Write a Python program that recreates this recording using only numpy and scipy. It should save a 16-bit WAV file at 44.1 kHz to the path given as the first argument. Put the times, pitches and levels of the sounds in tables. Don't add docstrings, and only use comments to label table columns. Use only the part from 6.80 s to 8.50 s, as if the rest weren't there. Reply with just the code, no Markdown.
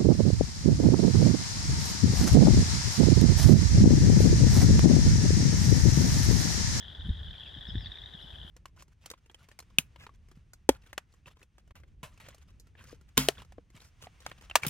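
import sys
import numpy as np
from scipy import signal
from scipy.fft import rfft, irfft
from scipy.io import wavfile
from scipy.ndimage import uniform_filter1d

SR = 44100
rng = np.random.default_rng(int(sys.argv[2]) if len(sys.argv) > 2 else 0)


def store_pcm(level_fs):
    pcm = np.round(np.clip(level_fs, -1, 1) * 32767).astype(np.int16)
    wavfile.write(sys.argv[1], SR, np.atleast_2d(pcm).T)


N = 74970
T = np.arange(N) / SR

# peak_s, main_db, main_hz, fundamental_db (an octave below the main partial)
NEAR_TICKS = [(0.0093, -38, 3296, -52), (0.028, -42, 3460, -48.5), (0.0487, -57, 3290, -51.0),
              (0.0831, -36.5, 3296, -52.5), (0.151, -36.5, 3350, -52.5), (0.2006, -44, 3730, -65),
              (0.2085, -43.5, 3190, -51), (0.2204, -41.5, 3530, -55), (0.2591, -44.5, 3370, -56),
              (0.2717, -41.0, 3270, -53), (0.2933, -41.5, 3644, -50.5), (0.3336, -42.5, 3340, -56),
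              (0.3718, -42.5, 3350, -58), (0.393, -43, 3320, -53), (0.4335, -39.5, 3370, -52),
              (0.4467, -44.5, 3390, -53), (0.4616, -42.5, 3460, -68), (0.4836, -42.5, 3150, -55),
              (0.511, -41, 3530, -52), (0.532, -42.5, 3230, -56), (0.5429, -50, 3300, -55),
              (0.5569, -44, 3410, -58), (0.5823, -40.0, 3240, -61), (0.5994, -41, 3424, -58),
              (0.609, -40.5, 3380, -57), (0.6355, -38.5, 3317, -56), (0.6639, -39.5, 3330, -66),
              (0.6781, -38.5, 3424, -57), (0.6923, -40, 3310, -62), (0.7433, -40, 3370, -54),
              (0.7519, -38.0, 3310, -54), (0.7877, -43, 3560, -62), (0.811, -38.5, 3460, -51),
              (0.828, -44.0, 3380, -57), (0.8549, -37, 3347, -51), (0.8705, -39.5, 3406, -46.5),
              (0.8971, -39, 3510, -53), (0.9058, -34.5, 3310, -52.5), (0.9208, -40.0, 3430, -58),
              (0.9463, -47, 3350, -51), (0.9565, -38, 3500, -49), (0.9664, -40.5, 3474, -62),
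              (0.9819, -38, 3586, -50), (1.0081, -44, 3450, -50), (1.0464, -43.5, 3380, -54),
              (1.0609, -35.5, 3484, -49.5), (1.07, -38, 3690, -50), (1.105, -50, 3520, -57),
              (1.1194, -37.5, 3600, -45), (1.1567, -39.5, 3600, -51.0), (1.1863, -41, 3610, -55),
              (1.2189, -40.5, 3440, -59), (1.2383, -44.0, 3680, -49), (1.2602, -41.5, 3680, -50),
              (1.3379, -43.5, 3690, -51.5), (1.351, -43.5, 3440, -58), (1.3782, -43.5, 3280, -69),
              (1.3917, -46.5, 3000, -74), (1.4137, -47, 3830, -54), (1.4281, -41.5, 3475, -64),
              (1.4366, -55, 3380, -64), (1.4443, -46.5, 3105, -74), (1.4793, -45.0, 3334, -63),
              (1.5055, -41.5, 3460, -55), (1.5305, -46.5, 3235, -59), (1.5581, -42, 3310, -57),
              (1.5857, -44, 3320, -52.5), (1.6025, -47.5, 3445, -68), (1.6164, -40.5, 3208, -62),
              (1.6316, -43, 3540, -61), (1.64, -48, 3290, -56.5), (1.6671, -45.5, 3225, -58),
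              (1.6796, -44, 3195, -52)]
NEAR_TRIM_DB, FUNDAMENTAL_TRIM_DB = 1.3, 1.8
# time_s, left_minus_right_db
NEAR_BALANCE = [(0, 0), (.7, 1), (1.05, 4.5), (1.7, 5)]
PULSE_RISE_S, FUNDAMENTAL_RISE_S = .0036, .0026
PULSE_SHARPNESS, PULSE_SAG_HZ_PER_S, THIRD_PARTIAL_DB = 7.5, 5000, -28.5
SCATTER_DB, SCATTER_T60_S = -4.5, .024

# time_s, gain_db
CHORUS_GAIN = [(0, 1), (.35, -1.5), (.65, -1), (.95, 0), (1.2, -0.5), (1.4, -1.5), (1.7, -3.5)]
# time_s, offset_hz
CHORUS_PITCH_DRIFT = [(0, -12), (.35, -21), (.7, -37), (.95, 78), (1.1, 157), (1.27, 141), (1.42, -115),
                      (1.7, -120)]
# frequency_hz, density_db
BLUR_SPECTRUM = [(1100, -22.5), (1500, -10.5), (1750, -9.5), (1950, -4.5), (2200, -14.5), (2650, -13.5),
                 (2950, -7.5), (3200, 4), (3550, 1.5), (3850, 0.5), (4150, -13), (5000, -17), (6000, -32.5),
                 (9000, -50)]
FROG_COUNT, FAR_HZ, FAR_SPREAD_HZ = 26, 3397, 314
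FAR_DB, FAR_FUNDAMENTAL_DB, FAR_SPREAD_DB, BLUR_DB = -53.5, -8.5, 2, -56.5
PULSE_GAP_S, GAP_GROWTH_S_PER_S, CALL_S, REST_S = .052, .016, 1.0, .3

# peak_s, level_db
CLACK_RUN = [(0.956, -46), (1.009, -46), (1.061, -46), (1.119, -50.5), (1.174, -44), (1.234, -53),
             (1.291, -51)]
CLACK_START_HZ, CLACK_END_HZ, CLACK_GLIDE_S, CLACK_RISE_S = 3680, 1540, .00071, .0011

# time_s, level_db
GUSTS = [(0, -55), (.09, -47), (.165, -54), (.2, -47.5), (.3, -33.5), (.36, -41), (.44, -43), (.52, -42.5),
         (.575, -57.5), (.65, -52), (.78, -48), (.85, -52), (.89, -42), (.96, -34.5), (1.02, -42.5),
         (1.09, -42.5), (1.16, -61), (1.22, -47.5), (1.31, -58.5), (1.49, -52), (1.62, -47), (1.7, -54.5)]
# frequency_hz, density_db
RUMBLE_SPECTRUM = [(20, -48), (32, -12), (55, 10.5), (75, 8), (110, -1.5), (170, -10.5), (260, -29),
                   (450, -65.5), (1500, -73)]
# peak_s, level_db, pitch_hz, half_length_s
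EDDIES = [(0.199, -34.5, 60, 0.0099), (.257, -37, 176, 0.0056), (.267, -29, 93, 0.0045),
          (0.2921, -29, 181, 0.0057), (.3062, -18.5, 67.4, 0.0065), (0.413, -30.5, 69.4, 0.0061),
          (0.768, -44.5, 244, 0.0037), (.783, -39.5, 103, 0.0058), (0.89, -39, 180, 0.0054),
          (0.897, -43, 80, 0.0048), (0.9548, -25.5, 160, 0.0019), (0.9715, -26, 87, 0.0056),
          (0.984, -25.5, 52.4, 0.0047), (1.029, -44.5, 192, .0038), (1.07, -41.5, 129, 0.0026),
          (1.35, -43.5, 165, 0.005), (1.445, -44.5, 140, 0.0049), (1.54, -37.5, 68, 0.015),
          (1.613, -42.5, 115, 0.0061), (1.65, -37.5, 117, 0.0029)]
RUMBLE_TRIM_DB, RUMBLE_SIDE_DB = -1, -11.5
FLUTTER_DB, FLUTTER_TOP_HZ, FAST_EDDY_HZ = -17.5, 395, 189

# start_s, length_s, first_hz, last_hz, level_db
BIRD_SLURS = [(0, 0.018, 7300, 5300, -65.5), (0.491, .014, 4500, 3830, -60), (0.526, 0.04, 2840, 2020, -61),
              (0.571, .018, 4000, 4960, -65), (0.614, 0.018, 3350, 2470, -52),
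              (0.646, 0.029, 3200, 2240, -55), (.668, 0.02, 4900, 4500, -67),
              (0.875, 0.031, 5450, 4800, -57.5), (.972, 0.041, 5440, 5190, -66),
              (0.993, 0.063, 5330, 4600, -61), (1.033, 0.02, 3130, 2310, -57),
              (1.036, 0.037, 4610, 4360, -58), (1.132, 0.029, 2810, 2150, -64),
              (1.42, 0.013, 5500, 4930, -62), (1.531, 0.013, 2960, 2240, -59)]
BIRD_WAVER_HZ, BIRD_WAVER_PER_S, BIRD_ROUGHNESS = 75, 600, .35

# time_s, level_db
RUSTLE_LEVEL = [(0, -98), (.07, -92), (.11, -80), (.2, -98), (.28, -72), (.35, -99), (.6, -84), (1.0, -104),
                (1.33, -86), (1.42, -75), (1.48, -82), (1.55, -75), (1.62, -86), (1.7, -67)]
# frequency_hz, density_db
RUSTLE_SPECTRUM = [(2000, -10), (5000, -13), (7000, -18), (11000, -5), (15000, -27)]
# frequency_hz, density_db
AIR_SPECTRUM = [(100, 2.5), (250, 0.5), (450, -3.5), (900, -1.5), (1300, -7), (2400, -31), (4500, -35),
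                (5900, -24), (7000, -26), (11000, -33), (13000, -29.5), (15000, -64)]
AIR_DB = -58

# frequency_hz, correlation
SIDE_CORRELATION = [(100, 0.16), (250, 0.17), (550, -0.096), (1100, -0.45), (1800, 0.33), (3400, 0.76),
                    (5000, 0.82), (7500, 0.098), (11000, -0.13)]
# frequency_hz, left_minus_right_db
PORT_COLOUR = [(250, 1), (650, 3.5), (1100, 2), (1600, -5.5), (2200, -2.5), (3200, 1), (5000, 0.5),
               (8000, 0)]
CUTOFF_HZ = 15900


def frog_pulse(hz, main_db, fundamental_db):
    t = T[:SR // 60]
    phase = np.pi * np.cumsum(hz - PULSE_SAG_HZ_PER_S * (t - PULSE_RISE_S)) / SR
    partials = [(1, fundamental_db, FUNDAMENTAL_RISE_S), (2, main_db, PULSE_RISE_S),
                (3, main_db + THIRD_PARTIAL_DB, PULSE_RISE_S)]
    return sum(from_db(db) * swell(t / rise_s, PULSE_SHARPNESS)
               * np.sin(harmonic * phase + rng.uniform(0, 2 * np.pi)) for harmonic, db, rise_s in partials)


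def near_frogs():
    ticks = np.zeros(N)
    for peak_s, main_db, hz, fundamental_db in NEAR_TICKS:
        pulse = frog_pulse(hz, main_db + NEAR_TRIM_DB, fundamental_db + FUNDAMENTAL_TRIM_DB)
        add(ticks, peak_s - PULSE_RISE_S, pulse)
    return pan(in_time(NEAR_BALANCE)) * (ticks + from_db(SCATTER_DB) * echoes(ticks, SCATTER_T60_S))


def far_frogs():
    chorus = np.zeros((2, N))
    chorus_hz = FAR_HZ + in_time(CHORUS_PITCH_DRIFT)
    for rank in np.linspace(-1, 1, FROG_COUNT):
        voice, side_db = np.zeros(N), rng.normal(0, 1.0)
        first_s, pace = -rng.random() * (CALL_S + REST_S), rng.uniform(.85, 1.25)
        for call, wobbles in enumerate(rng.uniform(-1, 1, (3, 24, 3))):
            age_s = 0
            for pitch, strength, depth in wobbles:
                start_s = first_s + call * (CALL_S + REST_S) + age_s
                if age_s < CALL_S and 0 <= start_s < T[-1]:
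                    hz = chorus_hz[int(start_s * SR)] + FAR_SPREAD_HZ * rank + 80 * pitch
                    pulse = frog_pulse(hz, FAR_SPREAD_DB * strength, FAR_FUNDAMENTAL_DB + 4 * depth)
                    add(voice, start_s, pulse)
                age_s += pace * (PULSE_GAP_S + GAP_GROWTH_S_PER_S * age_s)
        chorus += pan(side_db) * voice
    scatter = from_db(-12) * echoes(chorus.mean(axis=0), SCATTER_T60_S)
    trill = from_db(FAR_DB) * rms_one(chorus + scatter)
    blur = from_db(BLUR_DB) * wide_noise(BLUR_SPECTRUM)
    return pan(left_db=4) * from_db(in_time(CHORUS_GAIN)) * (trill + blur)


def clacking_frog():
    clacks, t = np.zeros(N), T[:SR // 100]
    hz = CLACK_END_HZ + (CLACK_START_HZ - CLACK_END_HZ) * np.exp(-t / CLACK_GLIDE_S)
    clack = swell(t / CLACK_RISE_S, sharpness=2) * np.sin(2 * np.pi * np.cumsum(hz) / SR)
    for peak_s, db in CLACK_RUN:
        add(clacks, peak_s - CLACK_RISE_S, from_db(db) * clack)
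    return pan(left_db=1.5) * (clacks + from_db(-6) * echoes(clacks, SCATTER_T60_S))


def wind():
    flow = noise(RUMBLE_SPECTRUM)
    flow = rms_one(flow / np.sqrt(uniform_filter1d(flow ** 2, size=2200) + .01))
    side = from_db(RUMBLE_SIDE_DB) * noise(RUMBLE_SPECTRUM) * [[1], [-1]]
    rumble = from_db(in_time(GUSTS) + RUMBLE_TRIM_DB) * (flow + side)
    thumps, force = np.zeros(N), np.zeros(N)
    for peak_s, db, hz, half_s in EDDIES:
        push = from_db(db) * np.exp(-((T - peak_s) / half_s) ** 2)
        thumps += push * np.sin(2 * np.pi * hz * (T - peak_s))
        force += push * hz / FAST_EDDY_HZ
    band = signal.butter(5, [90, FLUTTER_TOP_HZ], "band", fs=SR, output="sos")
    flutter = rms_one(signal.sosfilt(band, rng.standard_normal((2, N))))
    return rumble + thumps + from_db(FLUTTER_DB) * force * flutter


def birds():
    song = np.zeros(N)
    for start_s, length_s, first_hz, last_hz, db in BIRD_SLURS:
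        progress = np.linspace(0, 1, int(length_s * SR))
        steps = progress * length_s * BIRD_WAVER_PER_S
        waver, flicker = (np.interp(steps, np.arange(40), row) for row in rng.standard_normal((2, 40)))
        hz = first_hz + (last_hz - first_hz) * progress + BIRD_WAVER_HZ * waver
        envelope = from_db(db) * np.sin(np.pi * progress) * (1 + BIRD_ROUGHNESS * flicker)
        add(song, start_s, envelope * np.sin(2 * np.pi * np.cumsum(hz) / SR))
    return pan(left_db=1) * (song + from_db(-2) * echoes(song, t60_s=.18))


def air_and_grass():
    hush = from_db(AIR_DB) * wide_noise(AIR_SPECTRUM)
    return hush + from_db(in_time(RUSTLE_LEVEL)) * wide_noise(RUSTLE_SPECTRUM)


def echoes(x, t60_s):
    t = T[:N // 4]
    tail = rng.standard_normal((2, len(t))) * from_db(-60 * t / t60_s) * (1 - np.exp(-t / .003))
    tail /= np.sqrt(np.sum(tail ** 2, axis=1, keepdims=True))
    return signal.fftconvolve(x[None], tail, axes=1)[:, :N]


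def wide_noise(spectrum):
    alike = at_bins(SIDE_CORRELATION, N)
    mid = irfft(rfft(noise(spectrum)) * np.sqrt(1 + alike), N)
    side = irfft(rfft(noise(spectrum)) * np.sqrt(1 - alike), N)
    return rms_one(np.array([mid + side, mid - side]))


def noise(spectrum):
    return rms_one(irfft(rfft(rng.standard_normal(N)) * from_db(at_bins(spectrum, N)), N))


def swell(age, sharpness):
    return (age * np.exp(1 - age)) ** sharpness


def from_db(db):
    return 10 ** (np.asarray(db) / 20)


def rms_one(x):
    return x / np.sqrt(np.mean(x ** 2) + 1e-20)


def in_time(rows):
    return np.interp(T, *np.transpose(rows))


def at_bins(rows, samples):
    hz, values = np.transpose(rows)
    return np.interp(np.log(np.fft.rfftfreq(samples, 1 / SR) + 1), np.log(hz), values)


def pan(left_db):
    return from_db(np.array([[.5], [-.5]]) * left_db)


def add(out, start_s, sound):
    i = int(start_s * SR)
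    lo, hi = max(i, 0), min(i + len(sound), N)
    if hi > lo:
        out[lo:hi] += sound[lo - i:hi - i]


def scene():
    background = air_and_grass()
    return near_frogs() + clacking_frog() + far_frogs() + birds() + wind() + background


def record(dry):
    edge = SR // 20
    padded = np.pad(dry, ((0, 0), (edge, edge)), mode="reflect", reflect_type="odd")
    samples = padded.shape[1]
    coloured = irfft(rfft(padded) * pan(at_bins(PORT_COLOUR, samples)), samples)
    lowpass = signal.cheby2(12, 70, CUTOFF_HZ, fs=SR, output="sos")
    return signal.sosfilt(lowpass, coloured)[:, edge:-edge]


dry = scene()
out = record(dry)
store_pcm(out)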